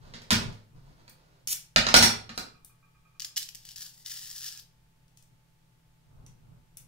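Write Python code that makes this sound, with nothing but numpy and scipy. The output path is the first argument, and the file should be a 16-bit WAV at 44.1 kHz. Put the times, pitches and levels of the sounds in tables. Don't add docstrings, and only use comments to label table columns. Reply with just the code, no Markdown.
import sys
import numpy as np
from scipy import signal
from scipy.fft import rfft, irfft
from scipy.io import wavfile

SR = 44100
rng = np.random.default_rng(int(sys.argv[2]) if len(sys.argv) > 2 else 0)


def transcribe(u):
    v = np.clip(np.atleast_2d(u).T, -1, 1)
    q = np.round(v * 32767).astype(np.int16)
    wavfile.write(sys.argv[1], SR, q)


N = 303275
TIME = np.arange(N) / SR
AGE = TIME[:SR]

# frequency in Hz, level in dB.
AIR_COLOUR = [(20, 0), (32, -11.5), (48, -0.5), (75, -12.5), (100, -10.5), (122, -4), (168, -8.5),
              (205, -16.5), (300, -20), (700, -22), (1400, -25.5), (2600, -27), (5000, -31), (15000, -36.5)]
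AIR_DB = -65
# frequency in Hz, RMS level in dB.
HUM_TONES = [(123.8, -70.5), (161.5, -71.5), (877.5, -83.5)]
# peak time in seconds, level in dB, half width in seconds.
RUMBLES = [(0.1, -49, .13), (0.45, -35.5, .08), (0.77, -53, .035), (0.87, -56, .13), (1.11, -62, .09),
           (1.5, -60, .07), (5.33, -62, .03), (6.23, -50.5, .13), (6.52, -53.5, .11), (6.82, -59, .1)]
# frequency in Hz, level in dB.
TABLE_COLOUR = [(12, -30.5), (20, 4), (76, -13), (124, 3), (169, -4.5), (195, -18), (246, -16), (285, -22),
                (826, -27.5), (888, -26.5), (1500, -32.5), (1950, -59), (3300, -120)]

# frequency in Hz, T60 in seconds.
ROOM_T60 = [(100, .6), (300, 0.47), (1000, 0.37), (3000, 0.35), (6000, 0.29), (15000, 0.22)]
# frequency in Hz, left-right correlation from -1 to 1.
STEREO_LIKENESS = [(40, 1), (130, 0.63), (300, .45), (550, -.3), (1200, -0.084), (3000, 0), (15000, 0.18)]

# start in seconds, knock in dB, treble relative to knock in dB,
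# thump in dB, bass relative to thump in dB, rattle T60 in seconds.
KNOCKS = [(0.138, -16, -11.5, -17, -2, .14), (0.218, -25.5, 1.5, -28, -4, .04),
          (0.306, 6.5, 5, -1.5, -4, .11), (0.319, 1.5, -1.5, 10, -.5, .13), (0.526, -29.5, 3, -19, 0, .035),
          (1.079, -27, 0, -32, -4, .018), (1.761, 11, -5, 3.5, -8, .023), (1.867, 1.5, -10.5, -8, -2, .012),
          (1.888, -.5, -8.5, -9, -2, .02), (1.941, 15.5, 0, 8, 0, .025), (1.964, 6, 8.5, 7, 2, .05),
          (2.011, 1.5, -2, 2, 3, .08), (2.026, 9.5, 7, 2, 5, .08), (2.293, -15.5, -10, -13.5, 0, .04),
          (2.377, -6.5, 5, -14, -1, .022)]
# start in seconds, length in seconds, level in dB, gain over it in dB.
GLIDES = [(0, .3, -55, 2), (.36, .26, -33, -30), (.74, .68, -58.5, -5)]
# frequency in Hz, level in dB, T60 in seconds.
CARCASS_MODES = [(52.5, -9.5, 0.23), (89.05, -7, 0.24), (107, -4.5, 0.59), (131, -7, .25),
                 (162.7, -.5, 0.17), (192, -3.5, 0.17), (224.4, 0, 0.27), (243, -4, 0.36), (322, -15, .18),
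                 (404, -17, .22), (484, -14, .2)]
# frequency in Hz, level in dB, T60 in seconds.
PANEL_MODES = [(640, -2.5, 0.046), (731, -3, .06), (785, -1, 0.07), (930, -9.5, .16), (1330, -3.5, .06),
               (1420, -1.5, 0.06)]
# frequency in Hz, level in dB.
WOOD_COLOUR = [(100, -9), (230, -1.5), (310, -4.5), (400, -.5), (490, -.5), (720, -3), (950, 0),
               (1300, 3.5), (2000, 1), (3000, -0.5), (4500, 3.5), (6500, -5), (8000, -9), (10000, -14.5),
               (15500, -21)]
SHUT_S = 1.7
PANEL_OPEN_DB, PANEL_SHUT_DB = -25, -11

# start in seconds, level in dB.
CLINKS = [(0.306, -10), (1.475, -22), (1.946, -2.5), (1.9631, 4), (2.0239, -1), (2.031, 1), (2.355, -33.5),
          (2.378, -29)]
# frequency in Hz, level in dB, T60 in seconds.
CUTLERY_MODES = [(2390, -15, .15), (3430, -9, .07), (4335, -8, .16), (5250, -2, .07), (5530, 3, .09),
                 (5720, -2, .12), (6430, -7, .06), (7750, -14, .12), (8780, -3, .11), (10200, -8, .08),
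                 (12900, -12, .07), (15100, -9, .06)]

# start in seconds, level in dB.
JOLTS = [(2.290, -23), (2.376, -21)]
# frequency in Hz, level in dB, T60 in seconds.
SPOON_MODES = [(1135, -2, .06), (1230, 0, .06), (1275, -1, .06), (1585, -11, .06), (2395, -5, .1),
               (2450, -7, .06), (2570, -12, .05)]
SWING_S, SWING_SHRINK = .168, .89
SWING_DB, SWING_LOSS_DB = -37, .4
LOPSIDED_DB = 1.6
SPOON_CONTACT_S = .02

# start in seconds, level in dB, treble relative to it in dB,
# left-right balance in dB.
TICKS = [(1.096, -33, 8, 0), (1.4728, -3.5, -6, -2), (1.475, -4, -5, -1), (1.509, -15, -4.5, -3),
         (1.527, -6, 0, 4), (2.6477, -28.5, 7, 4), (5.081, -38, -14, 4), (5.173, -28, -5.5, 6),
         (5.225, -33, -3, 3), (6.264, -24.5, -12, 0), (6.771, -18, 0, 3.5)]
# start in seconds, length in seconds, level in dB, gain in dB.
BLADE_SLIDE = (1.475, .056, -37, 12)
# frequency in Hz, level in dB.
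BLADE_COLOUR = [(400, -24), (1000, -23.5), (1600, -14), (2500, -10.5), (4000, -7.5), (5800, 0.5),
                (7500, -1.5), (11000, -1), (15500, -4)]

# start in seconds, level in dB, left-right balance in dB.
SNAPS = [(3.197, -12, 3), (3.203, -11, 3), (3.22, -10, -1), (3.246, -10.5, 2), (3.248, -7.5, 1),
         (3.362, -12, 2), (3.422, -18, -6), (3.429, -13.5, -10), (3.458, -26, 4), (3.489, -15, 6),
         (3.548, -18.5, 7.5), (3.554, -20, -8), (3.652, -26, 10), (3.689, -19, 4), (3.709, -25, 3),
         (3.760, -21, 8), (4.061, -11.5, 4), (4.431, -18, -5), (4.575, -22.5, -8), (4.597, -24, 8)]
SNAP_TREBLE_DB, THIN_IS_BRIGHT = -8, .43
# start in seconds, length in seconds, level in dB, gain over it in dB.
STALK_TEAR = (3.365, .015, -28.5, 6)
# start in seconds, length in seconds, level in dB, gain over the pull in dB,
# treble relative to the level in dB.
PULLS = [(3.198, .045, -53, 4, -3), (3.381, .048, -45, 4, -8), (3.56, .08, -59, 0, -1),
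         (3.646, .09, -52.5, -1, 0), (3.757, .113, -42.5, -3, 2.5), (3.89, .15, -59.5, 0, 4),
         (4.045, .02, -51, 7, 3), (4.066, .21, -43.5, 0, 2), (4.28, .13, -48, 3, 3),
         (4.415, .07, -41.5, 3.5, .5), (4.495, .105, -45, -6, -2)]
PULL_ATTACK_S, PULL_RELEASE_S = .005, .011
PULL_UNEVEN_DB, CATCHES_PER_S = 1.5, 45
# start in seconds, length in seconds, starting pitch in Hz,
# level relative to the pull in dB.
STRIPS = [(3.77, .11, 1780, -21), (3.95, .66, 2060, -22)]
STRIP_SAG_HZ_PER_S, STRIP_WIDTH_HZ = 520, 170
# frequency in Hz, level in dB.
PEEL_COLOUR = [(300, -31.5), (900, -30), (1300, -22.5), (1700, -13), (2300, -13.5), (3000, -5.5),
               (4200, -4), (5200, 2), (6500, -2.5), (9000, -6.5), (13000, -5.5), (15500, -8.5)]

CUTOFF_HZ = 15700


def from_db(db):
    return 10 ** (np.asarray(db) / 20)


def rms_one(x):
    return x / np.sqrt(np.mean(x ** 2) + 1e-20)


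def energy_one(x):
    return rms_one(x) / np.sqrt(x.shape[-1])


def at_hz(points, hz):
    f, value = np.transpose(points)
    return np.interp(np.log(np.maximum(hz, 1)), np.log(f), value)


def add(track, s, sound):
    start = max(round(s * SR), 0)
    track[..., start:start + sound.shape[-1]] += sound[..., :N - start]


def convolve(x, response):
    return signal.fftconvolve(np.atleast_2d(x), np.atleast_2d(response), axes=-1)[:, :x.shape[-1]]


def colour(x, spectrum, size=8192):
    shape = from_db(at_hz(spectrum, np.fft.rfftfreq(size, 1 / SR)))
    cepstrum = irfft(np.log(shape))
    cepstrum[1:size // 2] *= 2
    cepstrum[size // 2 + 1:] = 0
    response = irfft(np.exp(rfft(cepstrum)))
    return convolve(x, energy_one(response))


def brighten(x, treble_db, edge_hz=7500):
    low = signal.sosfilt(signal.butter(3, edge_hz, "low", fs=SR, output="sos"), x)
    high = signal.sosfilt(signal.butter(3, edge_hz, "high", fs=SR, output="sos"), x)
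    return low + from_db(treble_db) * high


def pan(balance_db):
    return from_db(np.array([[.5], [-.5]]) * balance_db)


def stereo_noise(size):
    mid, side = rfft(rng.standard_normal((2, size)))
    alike = np.clip(at_hz(STEREO_LIKENESS, np.fft.rfftfreq(size, 1 / SR)), -1, 1)
    shared = np.sqrt(1 + alike) * mid
    opposed = np.sqrt(1 - alike) * side * [[1], [-1]]
    return rms_one(irfft(shared + opposed, size))


def wander(per_s):
    return np.interp(TIME * per_s, np.arange(N), np.clip(rng.standard_normal(N), -2, 2))


def stroke(start, length, db, gained_db, attack_s, release_s):
    age = np.maximum(TIME - start, 0)
    hold = from_db(db + gained_db * np.minimum(age / length, 1))
    attack = 1 - np.exp(-age / attack_s)
    release = np.exp(-np.clip((age - length) / release_s, 0, 20))
    return hold * attack * release


def crack(t60, click_db):
    burst = energy_one(rng.standard_normal(SR) * from_db(-60 * AGE / t60))
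    burst[0] += from_db(click_db)
    return energy_one(burst)


def ring(modes, spread_db):
    sound = np.zeros(SR)
    for hz, db, t60 in modes:
        sign = rng.choice([-1, 1])
        strength_db = db + spread_db * rng.standard_normal()
        sound += sign * from_db(strength_db - 60 * AGE / t60) * np.sin(2 * np.pi * hz * AGE)
    return energy_one(sound)


def grains(per_s, spread_db, clump_db=0, clumps_per_s=150):
    sizes = from_db(spread_db * np.minimum(rng.exponential(1, N), 4)) * rng.choice([-1, 1], N)
    clumps = from_db(clump_db * wander(clumps_per_s))
    happens = rng.random(N) < per_s / SR
    return rms_one(sizes * clumps * happens)


def gliding_resonance(x, hz, width_hz):
    carrier = np.exp(2j * np.pi * np.cumsum(hz) / SR)
    r = np.exp(-np.pi * width_hz / SR)
    return rms_one((signal.lfilter([1], [1, -r], x / carrier) * carrier).real)


def kitchen(x, wet_db, lag_ms, build_s=.004):
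    noise, hz = rfft(stereo_noise(SR)), np.fft.rfftfreq(SR, 1 / SR)
    centres = [f for f, t60 in ROOM_T60]
    tail = np.zeros((2, SR))
    for share, (f, t60) in zip(np.eye(len(centres)), ROOM_T60):
        band = irfft(noise * at_hz(list(zip(centres, share)), hz), SR)
        tail += band * from_db(-60 * AGE / t60)
    tail = energy_one(tail * (1 - np.exp(-AGE / build_s)))
    left, right = np.broadcast_to(x, (2, N))
    lag = round(lag_ms * SR / 1000)
    direct = np.array([np.roll(left, lag), right])
    return direct + from_db(wet_db) * convolve(x, tail)


def background():
    air = from_db(AIR_DB) * colour(stereo_noise(N), AIR_COLOUR)
    hum = np.zeros(N)
    for hz, db in HUM_TONES:
        hum += from_db(db) * np.sqrt(2) * np.sin(2 * np.pi * (hz * TIME + rng.random()))
    swells = sum(from_db(db) * np.exp(-((TIME - s) / width) ** 2) for s, db, width in RUMBLES)
    return air + hum + swells * colour(stereo_noise(N), TABLE_COLOUR)


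def drawer():
    knocks, panel, thumps = np.zeros((3, N))
    swing = 1 - np.exp(-AGE / .004)
    for s, knock_db, treble_db, thump_db, bass_db, rattle_s in KNOCKS:
        knock = brighten(crack(rattle_s, click_db=-8.5), treble_db)
        add(knocks, s, from_db(knock_db) * knock)
        panel_db = PANEL_SHUT_DB if s > SHUT_S else PANEL_OPEN_DB
        add(panel, s, from_db(knock_db + panel_db) * ring(PANEL_MODES, spread_db=1))
        boom = ring(CARCASS_MODES, spread_db=1.5) * swing
        add(thumps, s, from_db(thump_db + bass_db) * brighten(boom, -bass_db, edge_hz=160))
    gliding = sum(stroke(*glide, attack_s=.02, release_s=.02) for glide in GLIDES)
    friction = grains(per_s=4000, spread_db=3, clump_db=3, clumps_per_s=25)
    rubbing = brighten(gliding * friction, treble_db=-14, edge_hz=900)
    wood = (colour(knocks + rubbing, WOOD_COLOUR) + panel) * pan(-1.7)
    return kitchen(wood, wet_db=1.5, lag_ms=.3, build_s=.0034) + kitchen(thumps, wet_db=-12, lag_ms=.1)


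def cutlery():
    steel = np.zeros(N)
    for s, db in CLINKS:
        for detune, delay in zip(rng.normal(1, .015, size=6), np.linspace(0, .004, 6)):
            piece = [(hz * detune, level, t60) for hz, level, t60 in CUTLERY_MODES]
            add(steel, s + delay, from_db(db) * ring(piece, spread_db=3.5))
    return kitchen(brighten(steel, treble_db=-5.5), wet_db=2.5, lag_ms=-.1)


def spoon():
    taps, k = np.zeros(N), np.arange(8)
    times = JOLTS[-1][0] + np.cumsum(SWING_S * SWING_SHRINK ** k)
    levels = SWING_DB - SWING_LOSS_DB * k + LOPSIDED_DB * (-1) ** k
    for s, db in [*JOLTS, *zip(times, levels)]:
        tap = ring(SPOON_MODES, spread_db=1) * (1 - np.exp(-AGE / SPOON_CONTACT_S))
        add(taps, s, from_db(db) * energy_one(tap))
    return kitchen(taps * pan(-2), wet_db=1, lag_ms=.05)


def knife():
    ticks = np.zeros((2, N))
    for s, db, treble_db, balance_db in TICKS:
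        tick = crack(t60=.02, click_db=-8)
        add(ticks, s, from_db(db) * pan(balance_db) * brighten(tick, treble_db))
    sliding = stroke(*BLADE_SLIDE, attack_s=.002, release_s=.002) * grains(per_s=9000, spread_db=3)
    near = kitchen(colour(ticks, BLADE_COLOUR), wet_db=-1, lag_ms=-.2)
    return near + kitchen(colour(sliding, BLADE_COLOUR), wet_db=-6, lag_ms=.3)


def peel():
    snaps, tearing, pull, strip = np.zeros((2, N)), np.zeros(N), np.zeros(N), np.zeros(N)
    for s, db, balance_db in SNAPS:
        snap = brighten(crack(t60=.016, click_db=-10), SNAP_TREBLE_DB - THIN_IS_BRIGHT * db)
        add(snaps, s, from_db(db) * pan(balance_db) * snap)
    stalk = stroke(*STALK_TEAR, attack_s=.001, release_s=.001) * grains(per_s=13000, spread_db=3.5)
    ruptures = grains(per_s=2800, spread_db=3.5, clump_db=2.5)
    ruptures = ruptures * from_db(PULL_UNEVEN_DB * wander(CATCHES_PER_S))
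    for start, length, db, gained_db, treble_db in PULLS:
        effort = stroke(start, length, db, gained_db, PULL_ATTACK_S, PULL_RELEASE_S)
        tearing += effort * brighten(ruptures, treble_db)
        pull += effort
    for start, length, hz, db in STRIPS:
        pitch = hz - STRIP_SAG_HZ_PER_S * np.clip(TIME - start, 0, length)
        loose = stroke(start, length, db, 0, PULL_ATTACK_S, PULL_RELEASE_S)
        strip += loose * pull * gliding_resonance(ruptures, pitch, STRIP_WIDTH_HZ)
    skin = colour(snaps + stalk, PEEL_COLOUR) + (colour(tearing, PEEL_COLOUR) + strip) * pan(2.3)
    return kitchen(skin, wet_db=-5, lag_ms=-.05, build_s=.002)


def scene():
    return background() + drawer() + cutlery() + spoon() + knife() + peel()


def record(dry):
    low_pass = signal.ellip(12, .2, 90, CUTOFF_HZ, fs=SR, output="sos")
    return signal.sosfilt(low_pass, np.clip(dry, -1, 1))


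dry = scene()
out = record(dry)
transcribe(out)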